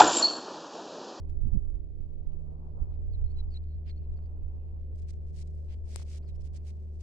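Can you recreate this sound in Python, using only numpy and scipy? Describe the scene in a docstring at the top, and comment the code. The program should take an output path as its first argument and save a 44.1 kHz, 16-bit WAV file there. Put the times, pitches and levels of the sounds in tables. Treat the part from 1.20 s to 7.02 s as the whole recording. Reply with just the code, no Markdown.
"""Walk on dry grass, far machine.

A steady machine drones and roars some way off, over a faint hiss: locked harmonics and shaped noise. Wind
buffets two microphone ports, mostly the right one; an insect buzzes faintly: noise under level curves. A small
bird warbles in gliding sines, a puff of hiss coming with each note; grass swishes in short noise swells. Swells
and puffs alike stop abruptly. Dry stalks snap, one close on the left: filtered impulses that ring the port."""
import sys
import numpy as np
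from scipy import signal
from scipy.fft import rfft, irfft
from scipy.io import wavfile
from scipy.ndimage import uniform_filter1d

SR = 44100
rng = np.random.default_rng(int(sys.argv[2]) if len(sys.argv) > 2 else 0)


def attenuation_scalar(level_db):
    """Turn a level in dB into a linear amplitude multiplier (20 dB per decade)."""
    decades = np.asarray(level_db, float) / 20
    return 10 ** decades


def waveform_to_disk(signal):
    """Save audio, clipped to [-1, 1], as 16-bit WAV at the path in sys.argv[1]."""
    frames = np.transpose(np.atleast_2d(signal))
    scaled = np.clip(frames, -1, 1) * 32767
    samples = np.round(scaled).astype(np.int16)
    wavfile.write(sys.argv[1], SR, samples)


N = 256662
LEFT_LAG_S = 0.00041


def rms_one(x):
    """Scale to rms 1."""
    return x / np.sqrt(np.mean(x ** 2) + 1e-20)


def in_time(rows):
    """Columns of a table, joined by straight lines in time."""
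    s, *columns = np.transpose(rows)
    return [np.interp(np.arange(N) / SR, s, c) for c in columns]


def drift(corner_hz):
    """Slow random wander of spread 1: two-pole noise made at SR / 40."""
    r = np.exp(-80 * np.pi * corner_hz / SR)
    white = rng.standard_normal(N // 40 + 2002)
    slow = signal.lfilter([1], [1, -2 * r, r * r], white)[2000:]
    return np.interp(np.arange(N) / 40, np.arange(len(slow)), rms_one(slow - slow.mean()))


def coloured(white, spectrum):
    """Noise given a spectrum, straight in dB over log frequency; rms 1."""
    hz, db = np.transpose(spectrum)
    bin_hz = np.maximum(np.arange(N // 2 + 1) * SR / N, 1)
    gain = attenuation_scalar(np.interp(np.log(bin_hz), np.log(hz), db, left=-200, right=-200))
    return rms_one(irfft(rfft(white) * gain, N))


def late(x, seconds):
    """Delay by interpolated reading."""
    return np.interp(np.arange(N) - seconds * SR, np.arange(N), x)


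def pair(alike, sparks_db=0):
    """White noise for two ports, partly shared; the shared part reaches the left port later."""
    sparks = attenuation_scalar(sparks_db * np.minimum(rng.exponential(1, N), 5))
    shared, left, right = rng.standard_normal((3, N)) * sparks
    share = np.clip(alike, 0, 1)
    common = np.array([late(shared, LEFT_LAG_S), shared])
    return np.sqrt(share) * common + np.sqrt(1 - share) * np.array([left, right])


def evened(x, seconds):
    """Divide out the noise's own slow swells, so that a level curve rules it."""
    return rms_one(x / np.sqrt(uniform_filter1d(x ** 2, int(seconds * SR)) + 0.028))


# Shape of the hiss. Each row: frequency in Hz, relative density in dB per Hz.
AIR_SHAPE = [(1300, -8.5), (1900, 0), (2690, -1), (3400, -5), (4560, -6.5), (7300, -17), (8400, -17.5),
             (11000, -13), (15800, -19.5)]


def air():
    """Faint steady hiss, flickering a little."""
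    level_db = -87 + 1.2 * drift(12)
    return attenuation_scalar(level_db) * coloured(pair(.15), AIR_SHAPE)


# Far roar. Each row: time in seconds, low part in relative dB, high part in relative dB.
ROAR_LEVELS = [(0, -66, -80), (.7, -69.5, -85.5), (1.2, -66, -80), (1.6, -64, -72.5), (1.95, -66.5, -80),
               (2.3, -71.5, -81), (2.7, -69, -86), (3.1, -66, -76), (3.4, -67, -81), (4.2, -68.5, -83.5),
               (4.8, -65.5, -82), (5.3, -68, -82.5), (5.82, -69.5, -83.5)]
# Shape of the low part. Each row: frequency in Hz, relative density in dB per Hz.
ROAR_LOW_SHAPE = [(60, -68), (115, -79.5), (190, -84.5), (340, -87), (550, -89.5), (750, -99), (1100, -125)]
# Shape of the high part. Each row: frequency in Hz, relative density in dB per Hz.
ROAR_HIGH_SHAPE = [(450, -110), (750, -99), (1000, -102), (1250, -109), (1600, -122)]


def roar():
    """Distant machinery: a low bed, and a higher part that swells on its own and throbs at the drone's pitch."""
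    low_db, high_db = in_time(ROAR_LEVELS)
    pitch_hz = in_time(DRONE_COURSE)[0]
    throb = 1 + 0.36 * np.sin(2 * np.pi * np.cumsum(pitch_hz) / SR)
    low = attenuation_scalar(low_db + 12) * coloured(pair(.75), ROAR_LOW_SHAPE)
    high = attenuation_scalar(high_db + 6 + 2.8 * drift(5.9)) * coloured(pair(.6), ROAR_HIGH_SHAPE)
    return low + throb * high


# The drone sags in pitch and fades in moving air.
# Each row: time in seconds, pitch in Hz, fundamental in dB, octave in dB.
DRONE_COURSE = [(0, 76.3, -38.5, -56.5), (.8, 76.72, -46.5, -58), (1.26, 75.75, -43.5, -52.5),
                (2.1, 76.07, -37, -60.5), (2.6, 76.03, -38, -56), (3.36, 75.98, -40, -65.5),
                (4.2, 75.4, -38, -54), (4.62, 75.7, -38, -63), (5.04, 75.36, -38, -57),
                (5.82, 75.5, -39.5, -63.5)]
# Upper harmonics. Each row: harmonic number, level in dB.
UPPER_HARMONICS = [(3, -67), (4, -74), (5, -66), (6, -74.5), (7, -86), (8, -80), (9, -82.5), (10, -89)]
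FOURTH_FADES_DB_PER_S = 3.5


def drone():
    """Locked harmonics; upper ones fade in and out more on the way through moving air, the fourth dies away."""
    pitch_hz, *levels_db = in_time(DRONE_COURSE)
    phase = 2 * np.pi * np.cumsum(pitch_hz) / SR
    fade_db = FOURTH_FADES_DB_PER_S * (np.arange(N) - N / 2) / SR
    out = np.zeros(N)
    for k, db in list(enumerate(levels_db, 1)) + UPPER_HARMONICS:
        shimmer = attenuation_scalar(.6 * np.sqrt(k) * drift(0.92) - fade_db * (round(k) == 4))
        wander = 0.13 * k * drift(1.9)
        tone = np.sin(k * phase + wander + rng.uniform(0, 2 * np.pi))
        out += np.sqrt(2) * attenuation_scalar(db) * shimmer * tone
    return np.array([late(out, LEFT_LAG_S), out])


# Wind rumble between gusts. Each row: time in seconds, left in dB, right in dB.
WIND_LEVELS = [(0, -40, -38), (.2, -50.5, -25), (.65, -49.5, -37.5), (1.15, -55, -30.5), (1.4, -45, -40.5),
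               (1.9, -36.5, -30.5), (2.5, -40.5, -40.5), (3.3, -43.5, -39.5), (3.9, -39.5, -42.5),
               (4.3, -44, -41), (4.6, -37.5, -58), (5.2, -52, -35), (5.82, -43, -56.5)]
# Eddies slapping the ports. Each row: centre in seconds, half length (10 dB down) in seconds,
# right flutter in relative dB, left rumble in dB, right rumble in dB.
EDDIES = [(0.261, 0.028, -25, -57.5, -29), (0.356, 0.028, -23.5, -39.5, -23),
          (.52, 0.075, -39.5, -52, -31.5), (0.82, 0.031, -39, -56.5, -37.5), (1.075, 0.01, -40, -54, -30),
          (1.621, 0.017, -40, -42, -25.5), (2.031, 0.033, -35.5, -41.5, -26),
          (2.224, 0.076, -45.5, -41.5, -35), (2.91, .04, -50, -35.5, -39),
          (3.251, 0.044, -45.5, -57.5, -35)]
RUMBLE_LASTS = 1.15   # times the flutter's half length


def wind():
    """Lumpy pressure of its own at each port; eddies raise the rumble and add bursts of faster flutter on the right."""
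    # Hz, relative dB per Hz
    rumble = [(10, -3.5), (16, 6.5), (30, -3.5), (55, -7.5), (80, -20.0), (140, -49.5)]
    slow_flutter = [(35, -12.5), (65, 6.5), (120, -4.5), (200, -25.5)]
    fast_flutter = [(70, -10), (140, -0.5), (250, -12.5), (420, -39.0)]
    left, right, slow, fast = rng.standard_normal((4, N))
    t = np.arange(N) / SR
    bursts = np.zeros(N)
    push = attenuation_scalar(np.array(in_time(WIND_LEVELS)))
    for centre, half, flutter_db, *sides_db in EDDIES:
        bursts += attenuation_scalar(flutter_db - 10 * ((t - centre) / half) ** 4)
        push += attenuation_scalar(np.c_[sides_db] - 10 * ((t - centre) / (RUMBLE_LASTS * half)) ** 2)
    # stronger eddies flutter faster: the quick part grows as the square
    flutter = bursts * evened(coloured(slow, slow_flutter), 0.031)
    flutter += attenuation_scalar(18) * bursts ** 2 * evened(coloured(fast, fast_flutter), 0.0074)
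    left_rumble = push[0] * evened(coloured(left, rumble), 0.14)
    right_rumble = push[1] * evened(coloured(right, rumble), 0.066)
    return np.array([left_rumble, right_rumble + flutter])


# Faint buzzing band. Each row: time in seconds, level in dB.
INSECT_LEVEL = [(2.7, -110), (2.78, -94), (3.35, -94), (3.7, -100)]


def insect():
    """A band of noise that throbs unevenly."""
    band = coloured(pair(.4), [(2250, -20), (2550, 0), (2800, 0), (3100, -20)])
    return attenuation_scalar(in_time(INSECT_LEVEL)[0] + 3.8 * drift(25)) * band


# Bird notes, each one bend of pitch.
# Each row: start in seconds, length in seconds, first, middle and last pitch in Hz, peak in dB.
NOTES = [(.922, 0.021, 4970, 4250, 3820, -95), (1.067, 0.039, 5743, 5360, 5200, -98),
         (1.47, .06, 5240, 5300, 4240, -95), (1.828, 0.072, 5200, 5200, 5150, -97.5),
         (1.922, .036, 4700, 4200, 3880, -68.5), (2.048, 0.035, 4430, 4187, 4140, -75),
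         (2.092, 0.03, 4550, 4280, 4530, -72.5), (2.128, 0.021, 4630, 4250, 4060, -85),
         (2.158, 0.055, 4070, 4020, 3930, -63), (2.302, 0.032, 5130, 4400, 4700, -71),
         (2.334, 0.043, 4860, 3930, 4170, -57.5), (2.433, 0.012, 5100, 4250, 3770, -75),
         (2.677, .04, 5530, 4450, 4200, -64.5), (2.752, .031, 4000, 4320, 4380, -75.5),
         (2.819, .04, 4960, 4250, 3950, -85.5), (2.915, .03, 4450, 3800, 3930, -82),
         (2.959, 0.024, 5000, 4550, 4440, -78), (3.011, 0.036, 5100, 4450, 4300, -86),
         (3.047, 0.02, 4300, 4730, 4500, -79.5), (5.019, 0.018, 4200, 4250, 5000, -77),
         (5.038, .03, 5200, 5400, 4950, -85), (5.06, 0.049, 4930, 4150, 3850, -72),
         (5.124, .02, 4900, 4950, 4950, -90), (5.147, 0.015, 5060, 5200, 5600, -75),
         (5.172, .028, 5790, 5860, 5800, -86), (5.199, 0.024, 5840, 5450, 5044, -74)]
# a note swells up to its peak (share of its length), then drops
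NOTE_SWELL_DB, NOTE_PEAK_AT, NOTE_END_DB = 13.5, 0.99, 8
# one held note whose pitch wobbles
WARBLE_START_S, WARBLE_LASTS_S, WARBLE_DB = 2.461, .107, -82
WOBBLE_FLOOR_HZ, WOBBLES_PER_S = 3930, 36
# the swing starts at the sum of both and settles to the late one
EXTRA_SWING_HZ, LATE_SWING_HZ, EXTRA_DIES_S = 800, 450, .012


def whistle(pitch_hz):
    """Sine of rms 1 that follows a pitch curve."""
    return np.sqrt(2) * np.sin(2 * np.pi * np.cumsum(pitch_hz) / SR)


def bird():
    """Near-pure whistles, each a smooth bend through three pitches, and a warble; all with one faint echo."""
    out = np.zeros(N)
    for start, length, first_hz, middle_hz, last_hz, db in NOTES:
        n = np.arange(int(start * SR), int((start + length) * SR))
        u = np.linspace(0, 1, len(n))
        edge = np.minimum(1, np.minimum(n - n[0], n[-1] - n) / 60)
        # parabola through the three pitches
        glide_hz = first_hz * (1 - u) * (1 - 2 * u) + middle_hz * (2 * u) * (2 - 2 * u) + last_hz * u * (2 * u - 1)
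        swell_db = NOTE_SWELL_DB * (1 - u / NOTE_PEAK_AT) ** 2
        drop_db = NOTE_END_DB * ((u - NOTE_PEAK_AT) / (1 - NOTE_PEAK_AT)) ** 2
        below_db = np.where(u < NOTE_PEAK_AT, swell_db, drop_db)
        out[n] += edge * attenuation_scalar(db - below_db) * whistle(glide_hz)
    t = np.arange(int(WARBLE_LASTS_S * SR)) / SR
    swing_hz = LATE_SWING_HZ + EXTRA_SWING_HZ * np.exp(-t / EXTRA_DIES_S)
    wobble_hz = WOBBLE_FLOOR_HZ + swing_hz * np.cos(np.pi * WOBBLES_PER_S * t) ** 2
    first = int(WARBLE_START_S * SR)
    out[first:first + len(t)] += signal.windows.tukey(len(t), .2) * attenuation_scalar(WARBLE_DB) * whistle(wobble_hz)
    out = out * attenuation_scalar(2 * drift(90))
    out = out + attenuation_scalar(-14) * late(out, 0.0078)
    return np.array([late(out, LEFT_LAG_S), out])


# Swells of grass. Each row: start in seconds, stop in seconds, relative level in dB, brightness in dB.
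SWELLS = [(0.087, 0.105, -77.5, -3), (0.77, 0.851, -86.5, -21), (1.112, 1.127, -85.5, -20),
          (1.699, 1.757, -83, -16.5), (2.654, 2.709, -68.5, -19.5), (3.751, 3.761, -86, 5.5),
          (3.773, 3.802, -83.5, 7), (3.809, 3.836, -84.5, 5), (3.871, 3.913, -72, 1),
          (3.929, 3.941, -80.5, 1), (4.06, 4.11, -88.5, 3), (4.138, 4.231, -72, 4),
          (4.269, 4.279, -79.5, 6), (4.479, 4.548, -69.5, -11.5), (4.662, 4.832, -67.5, 1.5),
          (4.851, 4.986, -69, 1.5), (5.074, 5.101, -77, -2.5), (5.145, 5.163, -83, 1),
          (5.2, 5.224, -82.5, 4), (5.232, 5.278, -77, 3.5), (5.331, 5.378, -71.5, 1),
          (5.445, 5.511, -72.0, 1.0), (5.792, 5.826, -77, 2.5)]
# Grass that keeps stirring between swells. Each row: time in seconds, relative level in dB.
STIRRING = [(3.2, -104), (3.45, -99), (3.7, -101), (4.05, -92.5), (4.4, -88.5), (4.62, -96), (5.1, -94),
            (5.6, -91.5)]
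# Dull part of a swish. Each row: frequency in Hz, relative density in dB per Hz.
DULL_SHAPE = [(700, -14.5), (1500, -7.5), (2300, 1.5), (3200, -6), (4700, -6.5), (6500, -23),
              (11000, -33.5)]
# Bright part of a swish. Each row: frequency in Hz, relative density in dB per Hz.
BRIGHT_SHAPE = [(2500, -14), (4900, 0), (6000, -2), (7200, -7), (8500, -2), (9700, -12), (12500, -25),
                (15800, -28)]
# a puff of hiss comes with each bird note: relative dB at a loud note, share of the note's dB it follows
PUFF_DB, PUFF_FOLLOWS, PUFF_BRIGHT_DB, LOUD_NOTE_DB = -81, .55, -8, -68


def swish():
    """Each swell climbs, levels off and stops short; a dull and a bright part, each ragged in its own way."""
    t = np.arange(N) / SR
    puffs = [(start, start + length, PUFF_DB + PUFF_FOLLOWS * (db - LOUD_NOTE_DB), PUFF_BRIGHT_DB)
             for start, length, *_, db in NOTES]
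    dull_power = np.zeros(N)
    bright_power = attenuation_scalar(in_time(STIRRING)[0] + 2.2 * drift(25)) ** 2
    for start, stop, db, bright_db in SWELLS + puffs:
        climb = np.clip((t - start) / (stop - start), -1, 1)
        cut_db = 2500 * np.maximum(t - stop + .002, 0) + 400 * np.maximum(start - .01 - t, 0)
        shape = attenuation_scalar(db - 16.6 * (1 - climb) ** 4.2 - cut_db)
        dull_power += shape ** 2
        bright_power += (shape * attenuation_scalar(bright_db)) ** 2
    dull_noise = coloured(pair(0.075, sparks_db=4.5), DULL_SHAPE)
    bright_noise = coloured(pair(0.034, sparks_db=3), BRIGHT_SHAPE)
    dull = np.sqrt(dull_power) * attenuation_scalar(0.68 * drift(97)) * dull_noise
    bright = np.sqrt(bright_power) * attenuation_scalar(2 * drift(100)) * bright_noise
    return attenuation_scalar(3.5) * dull + attenuation_scalar(4.5) * bright


# Dry stalks breaking. 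Each row: time in seconds, knock in relative dB, crack in relative dB,
# left over right in dB (knock).
STALKS = [(2.989, -47, -74.5, -6.5), (4.353, -69, -62, 4), (4.76, -28.5, -20, 23), (4.798, -37.5, -66, -23),
          (4.82, -40.5, -60, 9), (5.043, -49, -70, 8)]
# What a crack rings with. Each row: frequency in Hz, relative level in dB, 60 dB decay in seconds.
PORT_MODES = [(8200, 3.5, 0.0012), (5200, -9, 0.0023), (2450, -19, 0.0037)]


def snaps():
    """A dull knock and a crack that sets the microphone port ringing."""
    knocks, cracks = np.full((2, 2, N), 1e-18)
    for s, knock_db, crack_db, pan_db in STALKS:
        side = attenuation_scalar(np.array([0, -pan_db]) + min(pan_db, 0))
        knocks[:, int(s * SR)] = side * attenuation_scalar(knock_db)
        # the housing shades the crack twice as much in dB
        cracks[:, int(s * SR)] = side ** 2 * attenuation_scalar(crack_db)
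    knock_band = signal.butter(2, [140, 1100], "band", fs=SR, output="sos")
    out = attenuation_scalar(21.5) * signal.sosfilt(knock_band, knocks)
    # the break takes a moment
    cracks = signal.sosfilt(signal.butter(2, 10500, fs=SR, output="sos"), cracks)
    for hz, db, t60_s in PORT_MODES:
        r, w = attenuation_scalar(-60 / (t60_s * SR)), 2 * np.pi * hz / SR
        out += attenuation_scalar(db) * signal.lfilter([0, np.sin(w)], [1, -2 * r * np.cos(w), r * r], cracks)
    return out


# Right port against left. Each row: frequency in Hz, gain in dB.
RIGHT_PORT_GAIN = [(1400, 0), (2300, -3), (3200, 4), (5000, -1), (7200, 5), (8500, -2.5), (10500, 4),
                   (15000, -3)]


def ports(x):
    """The two ports sit differently in the housing and colour the treble differently."""
    hz, db = np.transpose(RIGHT_PORT_GAIN)
    gain = attenuation_scalar(np.interp(np.arange(N // 2 + 1) * SR / N, hz, db))
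    return np.array([x[0], irfft(rfft(x[1]) * gain, N)])


def scene():
    """All sources at the two ports."""
    background = air() + roar() + drone() + wind()
    return background + ports(insect() + bird() + swish()) + snaps()


def band_limit(x):
    """A steep low-pass at the top of the band."""
    return signal.sosfilt(signal.butter(12, 15750, fs=SR, output="sos"), x)


def record(dry):
    """The finished mix, as delivered."""
    return band_limit(dry)


dry = scene()
out = record(dry)
waveform_to_disk(out)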